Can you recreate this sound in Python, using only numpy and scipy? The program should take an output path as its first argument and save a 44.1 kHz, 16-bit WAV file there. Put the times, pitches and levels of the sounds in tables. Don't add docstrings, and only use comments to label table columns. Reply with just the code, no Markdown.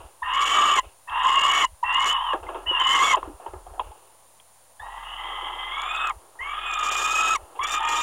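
import sys
import numpy as np
from scipy import signal
from scipy.fft import rfft, irfft, next_fast_len
from scipy.io import wavfile
from scipy.ndimage import uniform_filter1d

SR = 44100
rng = np.random.default_rng(int(sys.argv[2]) if len(sys.argv) > 2 else 0)


def gain_from_db(level_db):
    decades = np.asarray(level_db, float) / 20
    return 10 ** decades


def transcribe(u):
    v = np.clip(np.atleast_2d(u).T, -1, 1)
    q = np.round(v * 32767).astype(np.int16)
    wavfile.write(sys.argv[1], SR, q)


N = 353682
T = np.arange(N) / SR

# frequency in Hz, density in dB per Hz.
RATTLE_SPECTRUM = [(2290, -109), (3900, 0.5), (4360, -7.5), (5240, -7.5), (5530, -12.5), (6410, -17),
                   (6640, -2.5), (6960, 5.5), (7470, -5.5), (7880, -6.5), (9020, -11.5), (9740, -29.5),
                   (11800, -16.5), (12900, -27), (16000, -27.5)]


def colour(x, points):
    hz, db = np.transpose(points)
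    grid_hz = np.maximum(np.fft.rfftfreq(2048, 1 / SR), 1)
    cepstrum = irfft(np.interp(np.log(grid_hz), np.log(hz), db) * np.log(10) / 20)
    cepstrum[1:1024] *= 2
    cepstrum[1025:] = 0
    y = signal.fftconvolve(x, irfft(np.exp(rfft(cepstrum))))[:N]
    return y / np.std(y)


def band(x, lo_hz, hi_hz, order=2):
    return signal.sosfilt(signal.butter(order, [lo_hz, hi_hz], "bandpass", fs=SR, output="sos"), x)


def highpass(x, hz, order):
    return signal.sosfilt(signal.butter(order, hz, "highpass", fs=SR, output="sos"), x)


def wobble(hz, count=N, order=2):
    y = signal.sosfilt(signal.butter(order, hz, fs=SR, output="sos"), rng.standard_normal(count))
    return y / np.std(y)


def play(table, fade_s=0.0014, t=T):
    s, *columns = np.transpose(table)
    gate = np.clip(np.minimum(t - s[0], s[-1] - t) / fade_s, 0, 1)
    return gate, [np.interp(t, s, c) for c in columns]


def bump(t, width_s):
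    return np.exp(-(t / width_s) ** 2)


def slow(v, size=3500):
    return np.sqrt(np.abs(uniform_filter1d(v ** 2, size=size)) + 1e-12)


def scuffle():
    # start in seconds, level in dB, t60 in seconds, brightness in dB. The dark rows at 5.24 and 5.42
    # s thicken the low part of the long scream.
    bursts = [(0.0, -44.5, 0.55, -11), (0.828, -46.5, 0.34, -4.5), (2.342, -25, 0.2, -17.5),
              (2.427, -38, 2.2, -15), (2.489, -35, 0.15, -15), (2.546, -30.5, 0.15, -16.5),
              (3.166, -25, 0.13, -13), (3.226, -37.5, 0.43, -18.5), (3.399, -45, 0.9, -18.5),
              (3.46, -34, 0.14, -16.5), (3.533, -39.5, 0.24, -30), (3.66, -49, 0.88, -21),
              (3.74, -54.5, 1.5, -27), (3.796, -24, 0.059, -8), (3.83, -52.5, 1.2, -6),
              (5.24, -46.5, 2, -30), (5.42, -45.5, 1.2, -31), (6.12, -51, 0.98, -17),
              (6.2, -69.5, 4.6, -22.5), (6.35, -53.5, 2.7, -30), (7.38, -46, 1.62, -16.5),
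              (7.5, -64, 1.7, -26), (7.552, -48.5, 0.65, -7)]
    # frequency in Hz, density in dB per Hz.
    litter = [(88, -68), (150, -20.5), (225, -39), (274, -6.5), (326, -2.5), (583, 0.5), (960, 1),
              (1540, -6), (1950, -20.5), (2140, -13.5), (2400, -37.5), (3120, -69), (5280, -120)]
    attack_s, span = 0.003, 66000
    grains = rng.standard_normal(N) * gain_from_db(1.3 * wobble(46))
    rustle = colour(grains, litter)
    scratch = band(grains, 2090, 3090)
    scratch = scratch / np.std(scratch)
    out = np.zeros(N)
    for s, db, t60_s, bright_db in bursts:
        at = slice(int(s * SR), int(s * SR) + span)
        t = T[at] - s
        shape = np.clip(t / attack_s, 0, 1) * gain_from_db(db - 60 * t / max(t60_s, .02))
        out[at] += shape * (rustle[at] + gain_from_db(bright_db) * scratch[at])
    return out


def box(x):
    t60_s, wet_db = .085, -20
    t = T[:12000]
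    tail = rng.standard_normal(len(t)) * gain_from_db(-60 * t / t60_s) * (t > .002)
    return x + gain_from_db(wet_db) * signal.fftconvolve(x, tail / np.sqrt(np.sum(tail ** 2)))[:N]


def pilot():
    # start in seconds, stop in seconds.
    awake = [(0, 0.056), (0.239, .87), (1.112, 1.73), (1.853, 3.345), (3.494, 3.9), (3.691, 3.72),
             (3.817, 3.87), (4.814, 6.17), (6.411, 7.43), (7.604, 8.02)]
    # time in seconds, level in dB.
    restarts = [(2.422, -40), (2.462, -42), (2.68, -35.5), (3.241, -44), (3.274, -38), (3.542, -40),
                (3.566, -34)]
    pilot_hz, pilot_db, second_db, third_db = 39.8, -47, -19, -24
    thump_hz, start_db, stop_db, lead_s = 64.6, -42.5, -41, .012
    hum, kicks = np.zeros(N), np.zeros(N)
    for start, stop in awake:
        turn = 2 * np.pi * pilot_hz * (T - start)
        tone = np.sin(turn) + gain_from_db(second_db) * np.sin(2 * turn) + gain_from_db(third_db) * np.sin(3 * turn)
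        hum += np.clip(np.minimum(T - start, stop - T) / 0.0024, 0, 1) * tone
        kicks[int(start * SR)] = gain_from_db(start_db)
        kicks[min(int(stop * SR), N - 1)] = gain_from_db(stop_db)
    for s, db in restarts:
        kicks[int(s * SR)] = gain_from_db(db)
    t = T[:3000] - lead_s
    thump = np.cos(2 * np.pi * thump_hz * t) * bump(t, 0.013)
    low = gain_from_db(pilot_db) * hum + signal.fftconvolve(kicks, thump)[int(lead_s * SR):][:N]
    return highpass(low, 30, 3) - .0009


def floor():
    # frequency in Hz, density in dB per Hz.
    hiss_spectrum = [(76, -77), (130, -13.5), (418, -17.5), (511, -5), (554, -5.5), (1060, -3),
                     (1240, -12.5), (2410, -17), (4590, -17), (4980, -19), (8740, -16), (9480, -8),
                     (11600, -18), (14800, -21.5), (16000, -17)]
    hiss_db, whine_hz, whine_db, hum_hz, hum_db = -56.5, 9231, -61, 100, -72
    tones = gain_from_db(whine_db) * np.sin(2 * np.pi * whine_hz * T)
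    tones += gain_from_db(hum_db) * np.sin(2 * np.pi * hum_hz * T)
    rumble = gain_from_db(-54) * band(rng.standard_normal(N), 35, 65)
    amplifier = gain_from_db(-57) * band(rng.standard_normal(N), 6600, 7600)
    hiss = gain_from_db(hiss_db + 0.22 * wobble(12)) * colour(rng.standard_normal(N), hiss_spectrum)
    return hiss + rumble + amplifier + tones


def partial(hz, hoarse, smear_hz):
    evenness = .08
    hoarse = np.clip(hoarse, 0, 1)
    tumble = wobble(1.19 * smear_hz, len(hz), 3) + 1j * wobble(1.69 * smear_hz, len(hz), 3)
    size = np.sqrt(2 * (1 - hoarse)) + np.sqrt(hoarse) * tumble
    size = size * (np.sqrt(2) / (np.abs(size) + 0.17)) ** evenness
    return (size * np.exp(2j * np.pi * np.cumsum(hz) / SR)).real


def effort(table, manner, slack, sag, speak_db, t):
    chirp_s, gulp_s, speak_s = 0.0087, 0.0059, 0.027
    release_db_s, shut_db_s = 1281, 1995
    chirp_db, gulp_db, *full_db = manner
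    sag_share, sag_s = sag
    _, (hz, db, strain) = play(table, t=t)
    since, left = np.maximum(t - table[0][0], 0), table[-1][0] - t
    after = np.maximum(-left, 0)
    size = gain_from_db(db) + gain_from_db(chirp_db) * bump(since - chirp_s, chirp_s) + gain_from_db(gulp_db) * bump(left, gulp_s)
    clear = gain_from_db(db) / size
    hz = hz * (1 - sag_share * np.clip(1 - left / sag_s, 0, 1.8))
    db1 = 20 * np.log10(size) - release_db_s * after
    db2, air_db = (full + loss * (1 - strain) - shut_db_s * after for full, loss in zip(full_db, slack))
    db2 = db2 + speak_db * np.exp(-since / speak_s)
    return since, strain, clear, hz, db1, db2, air_db


def screams():
    # time in seconds, pitch in Hz, level in dB, strain 0-1.
    near_chick = [
        [(0.217, 902, -33.5, 0.42), (0.3, 931.6, -27, 0.52), (0.345, 1090, -19, 0.72), (0.42, 1130, -18, 0.83),
         (.5, 1125, -21, 0.83), (.56, 1138, -14, 1), (0.74, 1146, -17, 0.89), (0.793, 1121, -21.5, 0.99)],
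        [(1.07, 890, -50, 0.63), (1.095, 900, -32, 0.24), (1.12, 900, -28, 0.2), (1.205, 998, -22, 0.69),
         (1.25, 1019, -14.5, 0.84), (1.4, 1081, -19.5, 0.78), (1.646, 1133, -18, 1)],
        [(1.826, 960, -32.5, 0.77), (1.92, 977.4, -21.5, 0.76), (2.0, 1060, -17.5, 0.9),
         (2.08, 1099, -23.5, 0.97), (2.19, 1022, -20, 0.4), (2.25, 1000, -26.5, 0.1), (2.34, 1097, -18, 0.44)],
        [(2.655, 960, -42.5, 0.58), (2.695, 936, -30.5, 0), (2.76, 956, -27.5, 0.33), (2.805, 1016, -22, 0.7),
         (2.94, 1069, -19.5, 0.92), (3.0, 1035, -17.5, 0.92), (3.05, 1121, -14.5, 0.86),
         (3.115, 1088, -26.5, 0.96), (3.148, 1096, -6.5, 0.92)],
    ]
    far_chick = [
        [(4.793, 885, -42.5, 0.37), (4.83, 935, -38, 0.045), (5.03, 1006, -38.5, 0.17),
         (5.22, 1015, -35.5, 0.4), (5.555, 1013, -32.5, 0.39), (5.7, 1028, -35.5, 0.54),
         (5.77, 1110, -32, 0.65), (5.85, 1168, -29.5, 0.72), (5.92, 1253, -31.5, 0.79),
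         (6.055, 1293, -21.5, 0.79), (6.108, 1254, -21, 0.68)],
        [(6.386, 957, -52.5, 0.23), (6.416, 1042, -36.5, 0.63), (6.468, 1115, -34, 0.55),
         (6.55, 1177, -33.5, 0.6), (6.65, 1257, -30.5, 0.76), (6.82, 1211, -24, 0.83), (7.01, 1222, -28, 0.95),
         (7.04, 1227, -20.5, 0.85), (7.19, 1260, -23, 1), (7.36, 1272, -18.5, 0.91)],
        [(7.588, 1030, -16, 0.16), (7.625, 1140, -26.5, 0.94), (7.68, 1195, -32.5, 0.78),
         (7.76, 1209, -21, 0.85), (7.81, 1205, -24, 0.88), (7.88, 1218, -27, 0.8), (7.95, 1202, -21.5, 0.89),
         (8.1, 1214, -36, 0.9)],
    ]
    # time in seconds, pitch in Hz, level in dB.
    upper_voice = [
        [(0.236, 2740, -55.5), (0.329, 2890, -36.5), (0.44, 2945, -44.5), (0.52, 3056, -34.5),
         (0.6, 2950, -35.5), (0.795, 3016, -36.5), (0.81, 2760, -34)],
        [(1.075, 2638, -49), (1.253, 2890, -38.5), (1.345, 2886, -32), (1.4, 2790, -28.5), (1.48, 2924, -33),
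         (1.64, 2967, -32), (1.67, 2850, -43)],
        [(1.84, 2715, -43), (1.9, 2742, -35.5), (1.96, 2850, -32.5), (2.03, 2945, -37.5), (2.08, 2920, -32.5),
         (2.12, 3020, -30.5), (2.17, 2903, -33), (2.243, 3168, -45), (2.3, 2890, -38), (2.335, 2790, -46)],
        [(2.66, 2800, -38.5), (2.69, 2975, -33.5), (2.778, 2765, -31), (2.8, 3075, -28.5), (2.86, 2950, -28.5),
         (2.93, 3060, -25), (2.985, 2911, -41), (3.05, 3462, -32), (3.14, 2940, -51)],
        [(5.04, 2850, -53.5), (5.2, 3036, -46.5), (5.26, 3199, -48.5), (5.38, 3130, -45.5), (5.6, 3168, -44.5),
         (5.72, 3258, -45.5), (5.85, 3430, -45.5), (5.98, 3547, -45.5), (6.1, 3500, -56)],
        [(6.4, 3000, -57), (6.49, 3273, -50.5), (6.76, 3553, -46.5), (7.034, 3582, -47), (7.37, 3703, -44)],
        [(7.6, 3324, -50), (7.66, 3400, -42.5), (7.69, 3560, -42), (7.75, 3620, -41.5), (7.81, 3500, -55.5),
         (7.87, 3330, -46), (7.95, 3400, -50.5), (7.98, 3640, -41.5), (8.02, 3650, -44)],
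    ]
    # opening chirp in dB, closing gulp in dB, second partial and breath in dB at full strain.
    manners = [(-25, -5, -27.5, -33.5), (-57, -11, -28, -34), (-16, -48.5, -32, -36.5),
               (-56, -26, -26.5, -34), (-66, -32, -30.5, -43.5), (-52.5, -30.5, -29, -40.5),
               (-38, -50, -26, -38.5)]
    # hoarseness 0-1 of first partial, second partial and upper voice, smear in Hz,
    # third and fourth partial in dB.
    hoarseness = [(.58, .3, .3, 75, -5, -25), (.65, .5, .25, 75, -9, -25), (.65, .35, .15, 85, -12, -25),
                  (.55, .3, .25, 80, -12, -25), (1, .18, .55, 135, -30, -5), (.8, .14, .8, 62, -30, -25),
                  (.65, .07, .6, 65, -30, -25)]
    speak = [30, 4.5, 3.5, -1, 11.5, 7.5, -25.5]
    late = [0.01, .001, 0.0074, .001, .001, 0.00095, 0.02]
    chest = [-15.5, -29, -23, -18, -0.5, -8, -21.5]
    # start in seconds, length in seconds, level in dB.
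    lapses = [(.53, .22, -8), (1.2, .17, -5), (2.125, .2, -6), (2.78, .15, -4), (5.06, .11, -6),
              (5.4, .15, -3), (6.54, .12, -11), (7.655, .015, -8), (7.785, .06, -12), (7.93, .03, -6)]
    # frequency in Hz, density in dB per Hz.
    breath_spectrum = [(88, -43.5), (150, -76), (238, -19.5), (519, -21), (596, -16), (715, -5), (958, -4),
                       (1230, 6), (1460, -2.5), (1580, 0), (2030, -9.5), (2400, -14), (2580, -6),
                       (3130, -1), (4200, -26), (5460, -76), (9240, -120)]
    # time in seconds, pitch in Hz, level in dB.
    sibling_call = [
        (7.78, 890, -40),
        (7.816, 889, -25),
        (7.87, 924, -26),
        (7.972, 930, -30.5),
        (8.02, 972, -31),
    ]
    lead, span = 2000, 66000
    throat_hz, lift = 1006.5, .025
    focus = .55
    between_db, break_hz, break_db = -9.5, 22, -8
    throb_db, throb_hz, rasp_db, rasp_hz = 1.7, 28, 1.67, 75

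    voice = np.zeros(N + span)
    breath = np.resize(colour(rng.standard_normal(N), breath_spectrum), N + span)
    dark, bright = band(breath, 150, 2000), band(breath, 2390, 5300)
    deep = breath - highpass(breath, 480, 4)
    rows = zip(near_chick + far_chick, manners, speak, late, chest, upper_voice, hoarseness)
    for i, (table, manner, speak_db, late_s, chest_db, other, rough) in enumerate(rows):
        first, second, upper, smear_hz, third_db, fourth_db = rough
        near = i < len(near_chick)
        slack = (-42.5, -14.5) if near else (-27, -15.5)
        sag = (0.1, .035) if near else (.14, .016)
        chest_s = 0.17 if near else 0.014
        at = int(table[0][0] * SR) - lead + np.arange(span)
        t = at / SR
        flutter, shake = gain_from_db(0.97 * wobble(50, span)), 1 + .005 * wobble(64.0, span)
        since, strain, clear, hz, db1, db2, air_db = effort(table, manner, slack, sag, speak_db, t)

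        db2 = db2 + break_db * np.clip(2 * (wobble(break_hz, span) - .7), 0, 1)
        for s, length_s, db in lapses:
            db2 = db2 + db * np.exp(-((t - s) * 2 / length_s - 1) ** 4)
        if not near:
            first = first * (1 - focus * strain ** 2)
        scoop = 1 - .06 * np.exp(-since / .012)
        hz = hz * scoop
        first_hz = np.maximum(hz * (1 + lift * strain), throat_hz * scoop * near)
        throb = throb_db * wobble(throb_hz, span) * clear ** 2
        tones = gain_from_db(db1 - 2.0 + throb) * partial(first_hz * shake, first * clear, smear_hz)
        joined = np.clip((since - late_s) / 0.003, 0, 1)
        tones += joined * gain_from_db(db2 + 7.0) * partial(2 * hz * shake, second, min(smear_hz, 100))
        third_in = np.clip(since / 0.13 - .5, 0, 1)
        tones += third_in * gain_from_db(db2 + 2.5 + third_db) * partial(3 * hz * shake, second, smear_hz)
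        tones += gain_from_db(db2 - 2.5 + fourth_db) * partial(4 * hz * shake, second, 100)

        open_up, (up_hz, up_db) = play(other, fade_s=0.012, t=t)
        up_level = gain_from_db(up_db + 7.0 + 2.06 * wobble(18, span))
        tones += open_up * up_level * partial(up_hz * shake, upper, smear_hz)
        beat_level = gain_from_db((db2 + up_db) / 2 + 7.5 + between_db)
        tones += open_up * beat_level * partial(up_hz - hz, 1.0, smear_hz)

        air = breath[at] - bright[at] * bump(since, 0.13)
        air = air - dark[at] * np.exp(-since / chest_s)
        air = air - deep[at] * np.clip(1.1 - strain, 0, 1)
        air = (air + gain_from_db(chest_db) * deep[at]) * gain_from_db(rasp_db * wobble(rasp_hz, span))
        air = np.clip(since / 0.073, 0, 1) * air
        gate = np.clip(since / 0.0095, 0, 1)
        voice[at] += gate * flutter * (tones + gain_from_db(air_db + 12.0) * air)
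    gate, (hz, db) = play(sibling_call, fade_s=0.017)
    sibling = partial(hz, 0.54, 70.5) + gain_from_db(-13) * partial(2 * hz, 0.15, 90)
    return voice[:N] + gate * gain_from_db(db) * sibling


def striking():
    # start in seconds, length in seconds, level in dB.
    near_spells = [(0.336, 0.001, -40), (0.34, 0.021, -46.5), (0.371, 0.0021, -40.5), (0.38, 0.0018, -44),
                   (0.388, 0.013, -51), (0.405, 0.04, -40), (0.455, 0.29, -39), (0.753, 0.049, -37.5),
                   (1.234, 0.024, -49), (1.264, 0.0078, -41), (1.279, 0.029, -44), (1.316, 0.0026, -37),
                   (1.323, 0.026, -45), (1.355, 0.007, -42), (1.369, 0.011, -48), (1.386, 0.016, -41),
                   (1.406, 0.015, -40), (1.435, 0.04, -39), (1.48, 0.025, -39.5), (1.513, 0.012, -38),
                   (1.536, 0.12, -38.5), (1.929, 0.0016, -44), (1.939, 0.0088, -42.5), (1.97, 0.001, -44),
                   (1.981, 0.0085, -52), (1.998, 0.0017, -41), (2.006, 0.0017, -40), (2.016, 0.019, -44),
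                   (2.044, 0.0015, -37), (2.057, 0.043, -37), (2.102, 0.019, -43.0), (2.126, 0.0059, -41),
                   (2.8, 0.0023, -40), (2.809, .002, -48), (2.817, 0.003, -45), (2.828, .002, -48),
                   (2.839, 0.0018, -43), (2.849, .003, -45.5), (2.854, 0.004, -44.5), (2.868, 0.019, -41.5),
                   (2.891, .05, -38), (2.948, .035, -38), (2.987, 0.027, -38.5), (3.014, 0.059, -35.5),
                   (3.074, .065, -36.5), (3.15, 0.011, -43.5)]
    # start in seconds, length in seconds, level in dB.
    far_spells = [(6.714, 0.003, -49.0), (6.737, 0.006, -42.0), (6.787, 0.013, -43.0),
                  (6.807, 0.011, -48.0), (6.832, 0.045, -41.0), (6.886, 0.01, -40.0), (6.913, 0.042, -38.0),
                  (6.966, 0.1, -38.0), (7.073, 0.028, -41.0), (7.106, 0.12, -38.0), (7.234, 0.13, -38.0),
                  (7.633, 0.013, -39.0), (7.67, 0.029, -41.0), (7.709, 0.048, -38.0), (7.763, 0.008, -45.0),
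                  (7.778, 0.007, -48.0), (7.805, 0.004, -47.0), (7.829, 0.01, -51.0), (7.85, 0.008, -49.0),
                  (7.868, 0.008, -47.0), (7.886, 0.021, -39.0), (7.913, 0.107, -40.0)]
    out = np.zeros(N)
    for s, length_s, db in near_spells + far_spells:
        out[int(s * SR):int((s + length_s) * SR)] = gain_from_db(db)
    return uniform_filter1d(out, size=30)


def loudspeaker(x, strength):
    # multiple, level in dB.
    overload = [(2, -14), (2.5, -6), (5, -19)]
    stop_ratio, clack_db, link_hz = 1.155, 3, 8000
    mirror_db, beat_db, third_db = 0, 0.5, 10
    swing = slow(x, size=500)
    reach = stop_ratio * swing * gain_from_db(1.87 * wobble(52))
    excess = x - np.clip(x, -reach, reach)
    excess = slow(x) * np.tanh(excess / (0.071 * swing))
    over = slow(excess, size=100)
    mirror = over * band(x, 1450, 2310, order=4) / slow(x) * np.cos(2 * np.pi * link_hz * T)
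    ticks, mirror = highpass([np.diff(excess, prepend=0), mirror], 3900, 6)
    buzz = ticks / np.std(ticks) + gain_from_db(mirror_db) * mirror / np.std(mirror)
    buzz = colour(buzz, RATTLE_SPECTRUM)
    rattle = buzz / (slow(buzz, size=1500) + 0.027)

    whistle = signal.hilbert(band(x, 2280, 2620), next_fast_len(N))[:N]
    turn = np.unwrap(np.angle(whistle))
    lead = np.clip(np.abs(whistle) / swing, 0, 1.2) ** 2
    rattle += lead * sum(gain_from_db(db) * np.cos(round(2 * k) / 2 * turn) for k, db in overload)
    beats = band(np.abs(excess), 330, 970)
    rattle += gain_from_db(beat_db) * beats / (slow(beats) + 1.56 * np.std(beats))

    push = band(x, 2180, 2640, order=3)
    unit = push / (slow(push, size=200) + 0.0029)
    third = gain_from_db(third_db) * band(unit * push ** 2, 6000, 8000, order=3)
    return gain_from_db(clack_db) * strength * rattle + third


def knocks():
    # time in seconds, ring in dB, ring in Hz, crack in dB, t60 in seconds.
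    blows = [(1.096, -40.5, 3150, -32, 0.032), (2.331, -24.5, 1650, -62, 0.035),
             (2.338, -25.5, 1180, -48, .046), (2.428, -48.5, 798, -72, 0.17),
             (2.467, -41, 2090, -56, 0.0646), (2.489, -29, 1085, -38, 0.039),
             (2.545, -32.5, 924, -35, 0.0375), (3.229, -20, 1050, -43, 0.014),
             (3.275, -34.5, 312, -67, .08), (3.296, -35.5, 300, -67, 0.08), (3.399, -38, 730, -62, 0.048),
             (3.462, -31, 930, -56, 0.055), (3.534, -39.5, 376, -68, 0.0424), (3.666, -37, 730, -50, 0.064),
             (3.737, -41.5, 710, -56, 0.066), (3.779, -38, 747, -74.5, 0.11),
             (3.795, -18, 1002, -24, 0.047), (3.811, -26, 864, -71, 0.031), (3.915, -42, 853, -48, 0.07),
             (4.399, -59, 965, -39.5, .065), (7.552, -38.5, 813, -54, 0.043),
             (7.593, -35.5, 2055, -32, 0.035)]
    out, t = np.zeros(N), T[:4000]
    noises = band(rng.standard_normal((len(blows), len(t))), 2200, 2500)
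    for (s, ring_db, hz, crack_db, t60_s), noise in zip(blows, noises):
        ring = gain_from_db(ring_db + 6.0 - 60 * t / max(t60_s, .01)) * np.sin(2 * np.pi * hz * t)
        crack = (6.0 * noise + np.sin(2 * np.pi * 3250 * t)) * np.exp(-t / 0.0022)
        hit = (1 - np.exp(-t / 0.00043)) * (ring + gain_from_db(crack_db + 1.0) * crack)
        out[int(s * SR):][:len(t)] += hit
    return out


def contacts():
    # time in seconds, level in dB.
    clacks = [(5.819, -38), (5.84, -56), (5.949, -48), (5.962, -43), (6.073, -35), (6.097, -37),
              (1.195, -50), (1.836, -46), (2.336, -47)]
    width_s = 0.0014
    level = sum(gain_from_db(db) * bump(T - s, width_s) for s, db in clacks)
    return level * colour(rng.standard_normal(N), RATTLE_SPECTRUM)


def thuds():
    # time in seconds, peak in dB, ring in Hz, t60 in seconds.
    steps = [
        (2.334, -18.5, 556, 0.024),
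        (2.342, -24.5, 322, 0.037),
        (2.574, -37, 370, 0.053),
        (2.709, -25.5, 351, 0.022),
        (2.711, -30, 530, 0.04),
    ]
    out, t = np.zeros(N), T[:5000]
    for s, db, hz, t60_s in steps:
        boom = gain_from_db(db + 7.5 - 60 * t / t60_s) * np.sin(2 * np.pi * hz * t)
        out[int(s * SR):][:len(t)] += (1 - np.exp(-t / 0.002)) * boom
    return out


def cone_response(x):
    # frequency in Hz, sharpness Q, level in dB.
    resonances = [(370, 12, -2), (850, 12, -12), (1670, 20, -4), (1850, 20, -2), (2760, 16, -7)]
    # frequency in Hz, sharpness Q, share lost.
    hollows = [(1540, 12, .6), (1762, 30, .6), (2010, 30, .3)]
    y = signal.lfilter(*signal.iirnotch(2376, 12, fs=SR), x)
    y = 0.46 * y + 0.38 * signal.lfilter(*signal.iirnotch(1470, 7, fs=SR), y)
    y = y + sum(gain_from_db(db) * signal.lfilter(*signal.iirpeak(hz, q, fs=SR), y) for hz, q, db in resonances)
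    y = y - sum(share * signal.lfilter(*signal.iirpeak(hz, q, fs=SR), y) for hz, q, share in hollows)
    return highpass(y, 260, 4)


def scene():
    nest = box(screams() + scuffle() + knocks() + thuds())
    camera = np.tanh(3.213 * nest) / 2.914
    link = signal.sosfilt(signal.ellip(8, .5, 60, 3800, fs=SR, output="sos"), camera)
    front = cone_response(link)
    return (front + loudspeaker(link, striking()) + contacts() + pilot() + floor())[None]


def band_limit(x):
    return signal.sosfilt(signal.butter(12, 16220, fs=SR, output="sos"), x)


def record(dry):
    mix = signal.sosfilt(signal.ellip(10, .2, 70, 15850, fs=SR, output="sos"), dry)
    return band_limit(mix)


dry = scene()
out = record(dry)
transcribe(out)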